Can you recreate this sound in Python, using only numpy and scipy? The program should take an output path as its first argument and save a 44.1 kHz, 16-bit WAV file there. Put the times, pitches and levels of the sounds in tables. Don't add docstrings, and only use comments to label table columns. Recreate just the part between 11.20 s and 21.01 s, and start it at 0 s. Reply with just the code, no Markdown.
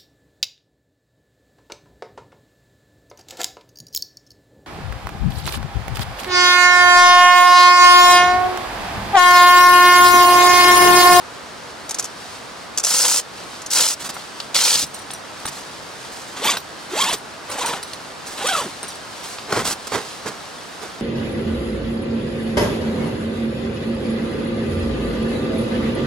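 import sys
import numpy as np
from scipy import signal
from scipy.fft import rfft, irfft, next_fast_len
from scipy.io import wavfile
from scipy.ndimage import uniform_filter1d, map_coordinates

SR = 44100
rng = np.random.default_rng(int(sys.argv[2]) if len(sys.argv) > 2 else 0)


def pcm_store(signal):
    levels = np.round(np.clip(np.atleast_2d(signal), -1, 1) * 32767)
    wavfile.write(sys.argv[1], SR, levels.astype(np.int16).T)


N = 432621

# (time [s], level [dB])
RUSTLE_LEVELS = [(0, -43), (1.0, -38.5), (1.6, -40), (3.0, -37), (4.0, -40), (5.0, -37.5), (5.6, -40.5),
                 (6.9, -39.5), (7.5, -37), (8.0, -36.5), (8.65, -36), (9.4, -38)]
# (time [s], slap [dB], thud [dB], rise [s], leftward pan of the slap [dB])
FOLD_FLOPS = [(3.515, -33, -34, 0.036, 0), (3.614, -44, -31, 0.0076, 14), (4.254, -43, -37.5, 0.002, 2),
              (7.626, -30.5, -42, 0.0054, -1), (8.275, -26, -46, 0.038, -2),
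              (8.322, -14.5, -29, 0.0033, -1), (8.357, -16, -21, 0.018, 0), (8.717, -23.5, -37, 0.0022, -6),
              (8.73, -17, -30, 0.016, -4), (9.045, -26.5, -34, 0.024, -4), (9.615, -32, -41, 0.0045, -7)]
# (time [s], duration [s], level [dB])
SHORT_RASPS = [(2.793, 0.075, -27.5), (2.839, 0.049, -27), (2.889, 0.024, -23), (3.733, 0.061, -34.5),
               (4.272, 0.029, -26), (4.312, .13, -34), (4.908, 0.17, -36), (5.07, 0.11, -38.5),
               (5.925, .032, -20.5), (6.309, 0.043, -27.5), (6.455, .05, -24), (7.056, 0.12, -31.5),
               (8.025, 0.15, -32.5), (8.38, 0.084, -27.5), (8.444, .1, -17), (8.668, 0.018, -26),
               (9.073, 0.022, -28.5), (9.62, 0.055, -37.5)]
# (time [s], pop [dB], treble tick [dB])
POPS_AND_TICKS = [(2.965, -18, -48), (3.201, -23.5, -18.5), (3.353, -16, -10), (3.364, -16, -5),
                  (3.904, -22.5, -26.5), (4.253, -13.5, -30), (4.848, -25.5, -52), (5.369, -9, -20),
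                  (6.628, -28, -27), (6.732, -28, -26), (8.185, -19, -32), (8.32, -20, -32)]
# (time [s], ring [dB], highest mode [dB])
TAB_KNOCKS = [(2.9417, -38, -50), (3.6644, -35, -47), (3.7432, -32.5, -42), (3.7894, -36.5, -60),
              (3.909, -34, -55), (3.9348, -28.5, -47), (4.1994, -41, -50), (4.257, -29.5, -46),
              (5.254, -31, -29), (5.369, -31, -40), (5.8113, -25, -33), (5.9335, -29.5, -42),
              (6.3004, -34, -50), (6.46, -27, -50), (6.6283, -32, -57), (6.7351, -37, -57),
              (7.2696, -22, -48), (7.4071, -30, -52), (7.63, -32.5, -56), (7.6806, -33, -54),
              (7.7538, -40.5, -58), (8.509, -36, -50)]
# (frequency [Hz], level [dB], t60 [s])
TAB_MODES = [(4000, 4, 0.13), (5800, -0.5, 0.15), (7950, -7.5, 0.081), (8990, 4.5, 0.085),
             (12300, -6, 0.16), (14500, 5, 0.15)]
# (time [s], speed [teeth/s])
SLIDER_SPEEDS = [
    [(5.175, 260), (5.205, 270), (5.228, 450), (5.25, 860), (5.295, 1180), (5.33, 730), (5.352, 620)],
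    [(5.71, 310), (5.755, 470), (5.812, 1150), (5.84, 1120), (5.862, 960), (5.9, 920), (5.948, 390)],
    [(6.3, 420), (6.355, 560), (6.415, 1060), (6.462, 860), (6.52, 1060), (6.59, 410)],
    [(7.185, 700), (7.24, 850), (7.29, 1560), (7.355, 1340), (7.42, 960), (7.465, 376), (7.495, 270)],
]
# (whine [dB], tape rustle [dB], scrape [dB], mismatch of the tooth rows [0-1],
# timing scatter [tooth spacings], tooth share of the scrape before limiting [0-1])
SLIDER_PULLS = [(-22, -25, -17, 0.13, 0.044, 1), (-19.5, -26.5, -19, 0, 0.04, 0.8),
                (-27, -28.5, -29.5, 0.5, 0.076, 0.5), (-26.5, -30, -27, 0.79, 0.051, .5)]
# (tooth rate [Hz], gain [dB])
TAPE_RESONANCES = [(250, -16), (420, -4), (650, -7), (900, -4), (1120, 1.5), (1500, 2)]
# (time [s], level [dB])
HOOK_NIPS = [(0.692, -13.5), (0.708, -10.5), (0.743, -13.5), (0.785, -13), (0.794, -7), (0.824, -19),
             (0.8415, -14.5), (0.8524, -20.5), (1.574, -5), (1.581, -9), (1.5964, -11), (1.6368, -6),
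             (1.6462, -2), (1.667, -4), (2.417, -22), (2.461, -17)]
# (start [s], hardest pull [s], end [s], hooks [dB], backing [dB], cloth [dB],
# slack at the start [dB], slack at the end [dB])
HOOK_RIPS = [(1.636, 1.85, 2.0, -15, -27, -21.5, 9.5, 6.5), (2.507, 2.6, 2.702, -15, -23, -21.5, 12.5, 9.5),
             (2.696, 2.71, 2.738, -23, -33.5, -28.5, 11, 5.5),
             (3.348, 3.43, 3.642, -16, -19.5, -23.5, 2, 9)]

# (frequency [Hz], relative spectral density [dB])
AIR_SPECTRUM = [(20, -30), (40, -14.5), (65, -6.5), (130, -3), (250, -0.5), (340, -1), (450, 0), (700, 0.5),
                (1200, 0), (1700, -3), (2600, -10.5), (5000, -13.5), (15000, -41.5)]
WEAVE_SPECTRUM = [(800, -34), (2500, -1.5), (4600, 0), (6500, -4.5), (9000, -5.5), (12000, -15.5),
                  (16000, -20)]
SLAP_SPECTRUM = [(25, -26), (70, -13), (150, -26), (280, -8.5), (420, 4), (600, -2.5), (850, -1.5),
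                 (1500, -4.5), (2800, -13.5), (5000, -14.5), (9000, -19.5), (14000, -31)]
THUD_SPECTRUM = [(20, -24), (60, -9), (130, 2.5), (240, 3.0), (500, -17), (1500, -60)]
RASP_SPECTRUM = [(60, -11), (200, -4.5), (500, -4), (1200, -2), (2400, -7.5), (4500, -4), (8000, -4.5),
                 (11000, -10.5), (15000, -18)]
POP_SPECTRUM = [(30, -35), (120, 4.5), (300, -8), (1300, 7), (3800, -14), (7000, -36)]
TICK_SPECTRUM = [(1500, -34), (2600, -3), (4200, 11.5), (6000, 1.5), (9000, -15), (15000, -18)]
KNOCK_SPECTRUM = [(500, -19), (4000, -14), (9000, 14), (15000, -10)]
TEETH_SPECTRUM = [(500, -29), (1200, -14), (1900, -2.5), (3200, -0.5), (5000, -3), (8000, -3),
                  (11000, -12.5), (15000, -15)]
TAPE_SPECTRUM = [(60, -15.5), (200, -2), (450, 0.5), (1100, 4), (2000, -1), (3000, -9.5), (6000, -32),
                 (14000, -42)]
SCRAPE_SPECTRUM = [(1200, -42), (2400, -10), (3200, 5.5), (5000, -0.5), (8000, 2), (10500, -2.5),
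                   (15000, -14)]
HOOK_SPECTRUM = [(2500, -59), (4200, -7), (5200, 1), (6300, 2.5), (8500, 0.5), (10500, -4.5),
                 (13000, -11.5), (15500, -11)]
BACKING_SPECTRUM = [(1200, -21), (2200, -9), (3000, -2.5), (4200, 1.5), (5200, -5.5), (7500, -23.5)]
CLOTH_SPECTRUM = [(40, -41), (100, -20), (200, -13), (300, -7), (390, -14), (490, 0.5), (680, -7),
                  (970, 2.5), (1150, -5), (1330, 2), (1900, -6.5), (3200, -6), (6000, -44)]
NIP_SPECTRUM = [(100, -29), (500, -9), (1200, -8.5), (2200, -13.5), (4200, -9.5), (6200, 2), (8300, -4),
                (10500, -9.5), (15000, -22.5)]
# (frequency [Hz], coherence [0-1])
DIRECT = [(60, 0.87), (300, 0.87), (1000, 0.94), (4000, 0.84), (15000, 0.71)]
DIFFUSE = [(60, 0.53), (200, 0.4), (640, 0.45), (1400, 0.35), (7000, 0.69), (15000, 0.62)]


def amp(db):
    return 10 ** (np.asarray(db) / 20)


def unit(x):
    return x / np.sqrt(np.mean(x ** 2) + 1e-20)


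def along(points, hz):
    freqs, values = np.transpose(points)
    return np.interp(np.log(hz + 1), np.log(freqs + 1), values)


def clock():
    return np.arange(N) / SR


def wobble(rate):
    knots = rng.standard_normal(int(N * rate / SR) + 4)
    return map_coordinates(knots, [np.arange(N) * rate / SR])


def filtered(x, response):
    size = next_fast_len(N + 8192)
    return irfft(rfft(x, size) * response(np.fft.rfftfreq(size, 1 / SR)), size)[..., :N]


def coloured(pair, spectrum, coherence=DIRECT):
    def response(hz):
        angle = np.arccos(np.clip(along(coherence, hz), -1, 1)) / 2
        return amp(along(spectrum, hz)) * np.array([np.cos(angle), np.sin(angle)])
    mid, side = filtered(pair, response)
    return unit(np.array([mid + side, mid - side]))


def snaps(rate, scatter_db, hiss):
    sizes = (rng.random(N) < rate / SR) * amp(scatter_db * np.clip(rng.standard_normal(N), -2, 2))
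    return unit(sizes * rng.choice([-1, 1], (2, N))) + hiss * rng.standard_normal((2, N))


def add(track, start, sound):
    part = track[round(start * SR):][:len(sound)]
    part += sound[:len(part)]


def bursts(rows):
    gain, t = np.zeros(N), np.arange(SR // 2) / SR
    for start, db, rise, t60 in rows:
        add(gain, start, np.minimum(t / rise, 1) * amp(db - 60 * np.maximum(t - rise, 0) / t60))
    return gain


def gate(start, end, attack_s, release_s):
    t = clock()
    return np.clip((t - start) / attack_s + 1, 0, 1) * np.exp(-np.clip((t - end) / release_s, 0, 20))


def outdoor_rush():
    return amp(-36 + 0.13 * wobble(3.8)) * coloured(rng.standard_normal((2, N)), AIR_SPECTRUM, DIFFUSE)


def cloth_rustle():
    gain = amp(np.interp(clock(), *np.transpose(RUSTLE_LEVELS)) - 2.5 + 1.55 * wobble(14))
    return gain * coloured(snaps(rate=900, scatter_db=4.0, hiss=1.9), WEAVE_SPECTRUM, DIFFUSE)


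def short_rasps():
    sliding = np.zeros(N)
    for start, duration, db in SHORT_RASPS:
        progress = np.linspace(0, 1, int(duration * SR))
        add(sliding, start, amp(db) * np.minimum(progress * 8, 1) * np.sqrt(1 - progress))
    sliding *= amp(1.7 * wobble(90))
    return sliding * coloured(snaps(rate=6400, scatter_db=4.5, hiss=0.81), RASP_SPECTRUM)


def pops_and_ticks():
    crackle = snaps(rate=5700, scatter_db=3.5, hiss=1.0)
    pops = bursts([(start, db - 6.0, .001, .035) for start, db, _ in POPS_AND_TICKS])
    ticks = bursts([(start, db - 0.5, .001, .035) for start, _, db in POPS_AND_TICKS])
    return pops * coloured(crackle, POP_SPECTRUM), ticks * coloured(crackle, TICK_SPECTRUM)


def flops(t60=0.25):
    landing = np.array([
        bursts([(start, db + side * pan / 2, rise, t60) for start, db, _, rise, pan in FOLD_FLOPS])
        for side in (1, -1)])
    landing *= amp(1.35 * wobble(110))
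    slaps = landing * coloured(snaps(rate=4600, scatter_db=4, hiss=0.5), SLAP_SPECTRUM)
    thud_gain = bursts([(start, db, rise, t60) for start, _, db, rise, _ in FOLD_FLOPS])
    return slaps, thud_gain * coloured(rng.standard_normal((2, N)), THUD_SPECTRUM)


def handling():
    slaps, thuds = flops()
    rasps = short_rasps()
    pops, ticks = pops_and_ticks()
    return (thuds + pops + rasps) * amp([[-.9], [.9]]) + slaps + ticks + cloth_rustle()


def fold_reflections(direct):
    total = direct.copy()
    treble = filtered(direct, lambda hz: hz ** 4 / (hz ** 4 + 2040.0 ** 4))
    for delay_s, gain in [(.0009, .24), (.0017, -.28), (.0027, .26)]:
        delayed = np.arange(N) - SR * (delay_s + .00016 * wobble(11))
        total += gain * np.array([map_coordinates(side, [delayed], order=3) for side in treble])
    return total * np.sqrt(np.sum(direct ** 2) / np.sum(total ** 2))


def metal_tab(longest_rebound_s=.05, rebound_loss_db=12.5):
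    ring, t = np.zeros((2, N)), np.arange(SR // 4) / SR
    for start, db, high_db in TAB_KNOCKS:
        balance = [(TAB_MODES[0][0], db - 7), (TAB_MODES[3][0], db), (TAB_MODES[-1][0], high_db)]
        for bounce in range(3):
            for hz, mode_db, t60 in TAB_MODES:
                struck_db = along(balance, hz) + mode_db + rng.normal(0, 2.7)
                fade = amp(struck_db - rebound_loss_db * bounce - 60 * t / t60)
                phase = 2 * np.pi * hz * rng.normal(1, 0.003) * t
                for side in ring:
                    add(side, start, fade * np.sin(phase + rng.normal(0, 1.0)))
            start += longest_rebound_s * rng.uniform(.5, 1)
    contact = bursts([(start, db + 0.5, .001, .04) for start, db, _ in TAB_KNOCKS])
    tick = contact * coloured(rng.standard_normal((2, N)), KNOCK_SPECTRUM)
    chatter = unit(.35 + wobble(420))
    return tick + ring * chatter


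def tooth_clicks(passed, span, mismatch, scatter):
    tooth = np.arange(int(passed[-1]))
    timing_error, size_error = rng.standard_normal((1000, 2))[tooth].T
    position = np.interp(tooth + scatter * timing_error, passed, span)
    size = (1 + mismatch * (-1) ** tooth) * amp(2.0 * size_error)
    sample, fraction = position.astype(int), position % 1
    clicks = np.bincount(sample, size * (1 - fraction), N) + np.bincount(sample + 1, size * fraction, N)
    return unit(clicks[span] - clicks[span].mean())


def tape_ringing(clicks, t60=0.0053):
    t = np.arange(SR // 200) / SR
    weights = np.array([wobble(60) for _ in range(10)])
    weights /= np.linalg.norm(weights, axis=0)
    responses = rng.standard_normal((10, len(t))) * amp(-60 * t / t60)
    ringing = sum(weight * signal.oaconvolve(clicks, response)[:N]
                  for weight, response in zip(weights, responses))
    return filtered(ringing, lambda hz: amp(along(TEETH_SPECTRUM, hz)))


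def zipper(reference_hz=1000, tape_db_per_octave=5, scrape_db_per_octave=8.5, whine_fade_s=.045):
    clicks, whine, tooth_share, tape, scrape = np.zeros((5, N))
    waver = 1 + .052 * wobble(190)
    tone_flicker, sub_flicker = unit(amp(4.5 * wobble(130))), unit(amp(5.5 * wobble(90)))
    for curve, pull in zip(SLIDER_SPEEDS, SLIDER_PULLS):
        whine_db, tape_db, scrape_db, mismatch, scatter, share = pull
        times, rates = np.transpose(curve)
        span = np.arange(int((times[0] - .02) * SR), int((times[-1] + .04) * SR))
        speed = np.interp(span / SR, times, rates)
        passed = np.cumsum(speed * waver[span]) / SR
        clicks[span] = tooth_clicks(passed, span, mismatch, scatter)
        tooth_share[span] = np.clip(share, .4, .85)
        moving = gate(times[0], times[-1], attack_s=0.028, release_s=0.019)[span]
        octaves = np.log2(speed / reference_hz)
        tape[span] = moving * amp(tape_db + tape_db_per_octave * octaves)
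        scrape[span] = moving * amp(scrape_db + scrape_db_per_octave * octaves)
        tone = tone_flicker[span] * np.cos(2 * np.pi * passed)
        sub_gain = mismatch * sub_flicker[span] * np.minimum(speed / reference_hz, 1)
        tone += sub_gain * np.cos(np.pi * passed)
        edge_s = np.minimum(span - span[0], span[-1] - span) / SR
        taut = np.clip(edge_s / whine_fade_s - .5, 0, 1)
        whine[span] = np.sqrt(2) * taut * amp(whine_db + along(TAPE_RESONANCES, speed)) * tone
    teeth = tape_ringing(clicks)
    teeth /= np.sqrt(np.mean(teeth[tooth_share > 0] ** 2))
    drag = snaps(rate=8000, scatter_db=3.5, hiss=0.74)
    rasp = np.sqrt(tooth_share) * teeth + np.sqrt(1 - tooth_share) * coloured(drag, SCRAPE_SPECTRUM)
    rustle = amp(2.55 * wobble(120)) * tape * coloured(drag, TAPE_SPECTRUM)
    return whine + rustle + amp(1.9 * wobble(70)) * scrape * rasp


def hook_and_loop():
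    hooks, backing, cloth = np.zeros((3, N))
    for start, hardest, end, hook_db, backing_db, cloth_db, first_db, last_db in HOOK_RIPS:
        away = np.interp(clock(), [start, hardest, end], [1, 0, 1])
        slack_db = away ** 2.7 * np.where(clock() < hardest, first_db, last_db)
        peeling = gate(start, end, attack_s=0.0057, release_s=0.0074)
        hooks += peeling * amp(hook_db - 0.94 * slack_db)
        backing += peeling * amp(backing_db - slack_db)
        cloth += peeling * amp(cloth_db - 1.75 * slack_db)
    tearing = snaps(rate=7000, scatter_db=4.5, hiss=0.61)
    clumps = unit(amp(1.2 * wobble(240) + wobble(80)))
    rip = amp(2.5 + 0.64 * wobble(200)) * hooks * coloured(tearing, HOOK_SPECTRUM)
    rip += amp(0.5 + 2.4 * wobble(150)) * backing * coloured(tearing, BACKING_SPECTRUM)
    rip += amp(-1.0 + 2.9 * wobble(90)) * cloth * coloured(tearing, CLOTH_SPECTRUM)
    nip_gain = bursts([(start, db - 6.5, .002, .045) for start, db in HOOK_NIPS])
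    nips = nip_gain * coloured(snaps(rate=7500, scatter_db=-2.5, hiss=1.0), NIP_SPECTRUM)
    return clumps * rip + nips


def scene():
    lead_s = 30e-6
    near = fold_reflections(hook_and_loop() + zipper() * amp([[-.4], [.4]]) + handling())
    near = filtered(near, lambda hz: np.exp(1j * np.pi * hz * lead_s * np.array([[1], [-1]])))
    return near + metal_tab() + outdoor_rush() * amp([[-.3], [.3]])


def record(dry):
    threshold_db, cut_share, recovery_db_per_s, top_hz = -22, 0.31, 13.5, 16000
    power = uniform_filter1d(np.mean(dry ** 2, axis=0), size=700)
    excess_db = np.maximum(10 * np.log10(np.abs(power) + 1e-12) - threshold_db, 0)
    recovery = recovery_db_per_s * clock()
    cut_db = np.maximum.accumulate(cut_share * excess_db + recovery) - recovery
    held = dry * amp(-cut_db)
    rounded = held / (1 + np.abs(held / .9) ** 4) ** (1 / 4)
    return filtered(rounded, lambda hz: hz < top_hz)


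dry = scene()
out = record(dry)
pcm_store(out)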